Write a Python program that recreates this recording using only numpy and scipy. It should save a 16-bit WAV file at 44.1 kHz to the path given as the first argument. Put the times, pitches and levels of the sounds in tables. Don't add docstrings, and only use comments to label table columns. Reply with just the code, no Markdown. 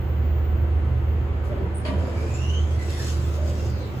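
import sys
import numpy as np
from scipy import signal
from scipy.fft import rfft, irfft
from scipy.io import wavfile
from scipy.ndimage import uniform_filter1d

SR = 44100
rng = np.random.default_rng(int(sys.argv[2]) if len(sys.argv) > 2 else 0)


def digitize_waveform(pressure):
    field = np.atleast_2d(pressure).T
    bounded = np.clip(field, -1, 1)
    quanta = np.round(bounded * 32767).astype(np.int16)
    wavfile.write(sys.argv[1], SR, quanta)


N = 176400
T = np.arange(N) / SR
HZ = np.fft.rfftfreq(N, 1 / SR)


def amp(db):
    return 10 ** (np.asarray(db) / 20)


def unit(x):
    return x / np.sqrt(np.mean(x ** 2) + 1e-20)


def curve(rows, column=1):
    rows = np.array(rows)
    return np.interp(T, rows[:, 0], rows[:, column])


def spectrum(rows):
    f, value = np.transpose(rows)
    return np.interp(np.log(HZ + 1), np.log(f + 1), value)


def wander(rate_hz):
    return unit(irfft(rfft(rng.standard_normal(N)) / (1 + (HZ / rate_hz) ** 4), N))


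def burst(start, rise, t60):
    age = np.maximum(T - start, 0)
    return np.minimum(age / rise, 1) * amp(-60 * np.maximum(age - rise, 0) / t60)


def ripple(depth_db=2.5, width_hz=14, full_from_hz=534):
    peaks = np.interp(HZ / width_hz, np.arange(4096), rng.uniform(-1, 1, 4096))
    return amp(depth_db * unit(peaks) * np.minimum(HZ / full_from_hz, 1) ** 2)


def diffuse(gain, excitation=None):
    # f/Hz, likeness (a correlation once clipped to +-1)
    likeness = [(60, 0.5), (120, 1.45), (200, 0.8), (370, 0.84), (690, 0.58), (1270, 0), (4300, 0),
                (5500, -0.42), (7200, 0.87), (9200, -1.55), (11300, 1.54), (13500, -1)]
    correlation = np.clip(spectrum(likeness), -1, 1)
    a, b = rfft(rng.standard_normal((2, N)) if excitation is None else excitation)
    mid, side = a * np.sqrt(1 + correlation), b * np.sqrt(1 - correlation)
    return unit(irfft(np.array([mid + side, mid - side]) * gain, N))


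def ring(hz, width_hz):
    return diffuse(1 / (1 + ((HZ - hz) / (width_hz / 1.42)) ** 2))


def glide(rows, width_hz, multiple=1):
    band = rfft(rng.standard_normal((2, 2, N))) / (1 + (HZ / (width_hz / 2.4)) ** 2)
    a, b = irfft(band, N)
    phase = 2 * np.pi * np.cumsum(curve(rows) * multiple) / SR
    gate = uniform_filter1d(1. * ((T > rows[0][0]) & (T < rows[-1][0])), size=900)
    return unit(a * np.cos(phase) + b * np.sin(phase)) * amp(curve(rows, column=2)) * gate


def shimmer(x, patchy_db):
    frames = signal.stft(x, nperseg=1024, noverlap=768)[2]
    patches = rng.standard_normal(frames.shape[1:])
    patches = uniform_filter1d(uniform_filter1d(patches, size=4, axis=0), size=18, axis=1)
    frames *= amp(patchy_db * unit(patches))
    return unit(signal.istft(frames, nperseg=1024, noverlap=768)[1][:, :N])


def fan(waver_db=1.4, air_db=-35):
    # t/s, level/dB
    drone_level = [(0, -27), (.25, -22), (.85, -21), (1.17, -22), (1.3, -26.5), (1.85, -28), (2.3, -27.5),
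                   (2.55, -21.5), (2.95, -27), (3.25, -24), (3.75, -27), (4, -38)]
    # t/s, f/Hz
    drone_pitch = [(0, 76.2), (1.5, 76.4), (1.9, 77.46), (4, 77)]
    # f/Hz, width/Hz, level/dB
    cab_rings = [(97.4, 13.4, -35.5), (122.4, 10.2, -34), (165.7, 9, -46.5), (192.4, 5.6, -46),
                 (238.4, 3.7, -48.5), (341.2, 11.8, -44.5), (400.7, 5.9, -52), (575, 7.6, -56),
                 (638, 10, -55.5), (943, 45, -67.5)]
    # f/Hz, relative level/dB
    air_colour = [(20, -10), (45, 5.5), (100, 4), (150, -5.5), (300, -3), (430, -4.5), (700, -10),
                  (1100, -13), (1800, -19), (2700, -22.5), (3800, -33), (5500, -41), (11500, -50.5),
                  (14000, -62.5)]
    phase = 2 * np.pi * np.cumsum(curve(drone_pitch)) / SR
    drone = np.sqrt(2) * np.sin(phase) * amp(curve(drone_level) + waver_db * wander(14))
    rings = sum(amp(db) * ring(hz, width) for hz, width, db in cab_rings)
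    air = amp(air_db) * diffuse(amp(spectrum(air_colour)) * ripple())
    return drone + rings + air


def electrics(hum_hz=58, hum_db=-33, off_s=1.6, fade_s=0.24, whine_hz=15001, random_level_db=2.5):
    # t/s, level/dB
    whine_level = [(0, -61), (.58, -61), (.72, -71), (1.04, -65), (1.22, -70), (2.64, -72), (3.25, -63),
                   (4, -64)]
    fade = np.clip(1 - (T - off_s) / fade_s, 0, 1)
    hum = amp(hum_db) * fade * np.sin(2 * np.pi * hum_hz * T)
    lag_rad = np.array([[0], [1.15]])
    whine = np.sin(2 * np.pi * whine_hz * T - lag_rad)
    whine *= amp(curve(whine_level) + random_level_db * wander(25))
    return np.sqrt(2) * (hum + whine)


def latch(puff_db=-56.5, bloom_cycles=9.2, thud_s=1.929, thud_hz=83.2, thud_db=-17):
    # f/Hz, relative level/dB
    puff_colour = [(1000, -11), (5000, 3), (11500, 0), (14500, -12)]
    # t/s, level/dB
    blows = [(1.849, -35.5), (1.861, -39.5), (1.876, -41)]
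    # f/Hz, relative level/dB
    clatter_colour = [(150, 2), (1500, -1), (3000, -2), (4900, -11), (5800, -21), (10800, -18.5),
                      (13000, -50)]
    # f/Hz, level/dB relative to the blow, t60/s
    modes = [(194, 0, 0.81), (265, -1, 0.91), (623, 3.5, 0.34), (960, -3.5, 0.76), (1160, -6.5, 0.37),
             (1920, -10.5, 0.45), (2660, -15, 0.23), (3050, -11.5, 0.59), (4520, -8.5, 0.13)]

    def struck(rise, t60):
        return np.sqrt(sum((amp(db) * burst(start, rise, t60)) ** 2 for start, db in blows))

    puff = amp(puff_db) * burst(start=1.435, rise=0.019, t60=0.43) * diffuse(amp(spectrum(puff_colour)))
    clatter = diffuse(amp(spectrum(clatter_colour)) * ripple()) * struck(rise=0.0025, t60=0.37)
    body = sum(amp(db) * ring(hz, 0.05 * hz) * struck(bloom_cycles / hz, t60) for hz, db, t60 in modes)
    thud = amp(thud_db) * burst(thud_s, rise=0.04, t60=0.4) * np.sin(2 * np.pi * thud_hz * (T - thud_s))
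    return puff + clatter + body + thud


def squeaks(rise_s=0.02, width_hz=160):
    # t/s, f/Hz, level/dB, t60/s, phase between left and right/rad
    chirps = [(1.742, 8620, -38.5, 0.27, 2.6), (2.328, 7130, -42.5, 0.36, 1.3), (2.92, 2010, -45, 0.25, 1),
              (2.98, 1740, -40.5, 0.3, 1)]
    out = np.zeros((2, N))
    for start, hz, db, t60, phase in chirps:
        tone = signal.hilbert(ring(hz, width_hz)[0])
        pair = np.array([tone, tone * np.exp(1j * phase)]).real
        out += amp(db) * burst(start, rise_s, t60) * pair
    return out


def rollers():
    # t/s, level/dB
    level = [(1.35, -53), (1.53, -36), (1.83, -48.5), (1.98, -35.5), (2.25, -37.5), (2.42, -45.5),
             (3.1, -51.5), (3.3, -55), (3.6, -45), (4, -50)]
    # f/Hz, relative level/dB
    colour = [(60, -32), (190, -1), (300, -6), (440, -2), (620, -4), (820, -17.5), (1500, -18), (3000, -30),
              (8000, -52)]
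    return amp(curve(level)) * diffuse(amp(spectrum(colour)) * ripple())


def guides(grit_per_s=1000, grit_spread_db=5.5, grit_share=0.49, flutter_db=1.54):
    # t/s, level/dB
    level = [(1.8, -64), (2, -57), (2.2, -49.5), (2.5, -49.5), (2.7, -54), (2.85, -48.5), (2.92, -40),
             (3.0, -40), (3.12, -40.5), (3.22, -46.5), (3.5, -47.5), (3.66, -48.5), (3.77, -57), (4, -54.5)]
    # f/Hz, relative level/dB
    colour = [(300, -30), (1300, 1), (2300, -3.5), (2720, 4), (3300, 1.5), (5100, 2), (7100, 0.5),
              (8200, -2), (12300, -13.5), (15500, -17)]
    # t/s, f/Hz, level/dB
    sweep = [(3.55, 5540, -56), (3.72, 4810, -54), (3.85, 3990, -51), (4, 3480, -69)]
    grit = (rng.random((2, N)) < grit_per_s / SR) * rng.choice([-1, 1], (2, N))
    grit = grit * amp(grit_spread_db * np.minimum(rng.exponential(1, (2, N)), 4))
    response = amp(spectrum(colour)) * ripple()
    friction = rng.standard_normal((2, N)) + grit_share * unit(grit)
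    rub = shimmer(diffuse(response, friction), patchy_db=3.5)
    envelope = amp(curve(level) + flutter_db * wander(13)) * (T > level[0][0])
    return rub * envelope + glide(sweep, width_hz=1300)


def drive(width_hz=240, overtone_ratio=2.07, overtone_db=-12, rough_db=2.0, groan_blend=0.54):
    # t/s, f/Hz, level/dB
    rising = [(1.95, 2160, -62), (2.14, 2271, -54), (2.2, 2307, -47), (2.33, 2486, -53), (2.42, 2753, -45),
              (2.52, 2950, -40), (2.6, 3070, -42.5), (2.67, 3170, -51), (2.76, 3300, -64)]
    # t/s, f/Hz, level/dB
    falling = [(2.728, 2100, -70), (2.81, 1995, -43.5), (2.88, 2002, -57.5), (2.941, 1995, -51.5),
               (3.01, 1730, -55.5), (3.15, 1435, -51), (3.319, 1262, -50.5), (3.45, 1087, -65)]
    # t/s, f/Hz, level/dB
    braking = [(3.28, 637.6, -60), (3.39, 610, -40.5), (3.48, 595, -41), (3.62, 567.6, -50.5),
               (3.85, 511, -45)]
    whirr = np.zeros((2, N))
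    for run in (rising, falling):
        whirr += glide(run, width_hz) + amp(overtone_db) * glide(run, 3 * width_hz, overtone_ratio)
    whirr *= amp(rough_db * wander(25))
    whirr = irfft(rfft(whirr) * ripple(), N)
    groan = glide(braking, width_hz=106)
    return whirr + groan + groan_blend * groan[::-1]


def panels(width_hz=40, swell_s=0.068):
    # t/s, f/Hz, level/dB
    swells = [(1.53, 582, -40), (1.59, 378, -34), (1.68, 950, -45.5), (2.07, 512, -44), (2.24, 435, -42),
              (3.62, 423, -38)]
    return sum(amp(db) * np.exp(-((T - peak_s) / swell_s) ** 2) * ring(hz, width_hz)
               for peak_s, hz, db in swells)


def scene():
    return fan() + electrics() + latch() + squeaks() + rollers() + guides() + drive() + panels()


def record(dry, edge_hz=15600):
    # f/Hz, left minus right level/dB
    balance = [(60, -2), (200, -3.5), (370, 1.5), (690, -0.5), (1270, 2), (2300, -0.5), (8000, 0)]
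    tilt = amp(np.array([[.5], [-.5]]) * spectrum(balance))
    heard = irfft(rfft(dry) * tilt, N)
    band_limit = signal.firwin(511, edge_hz, window=("kaiser", 9), fs=SR)
    return signal.oaconvolve(heard, band_limit[None], "same")


dry = scene()
out = record(dry)
digitize_waveform(out)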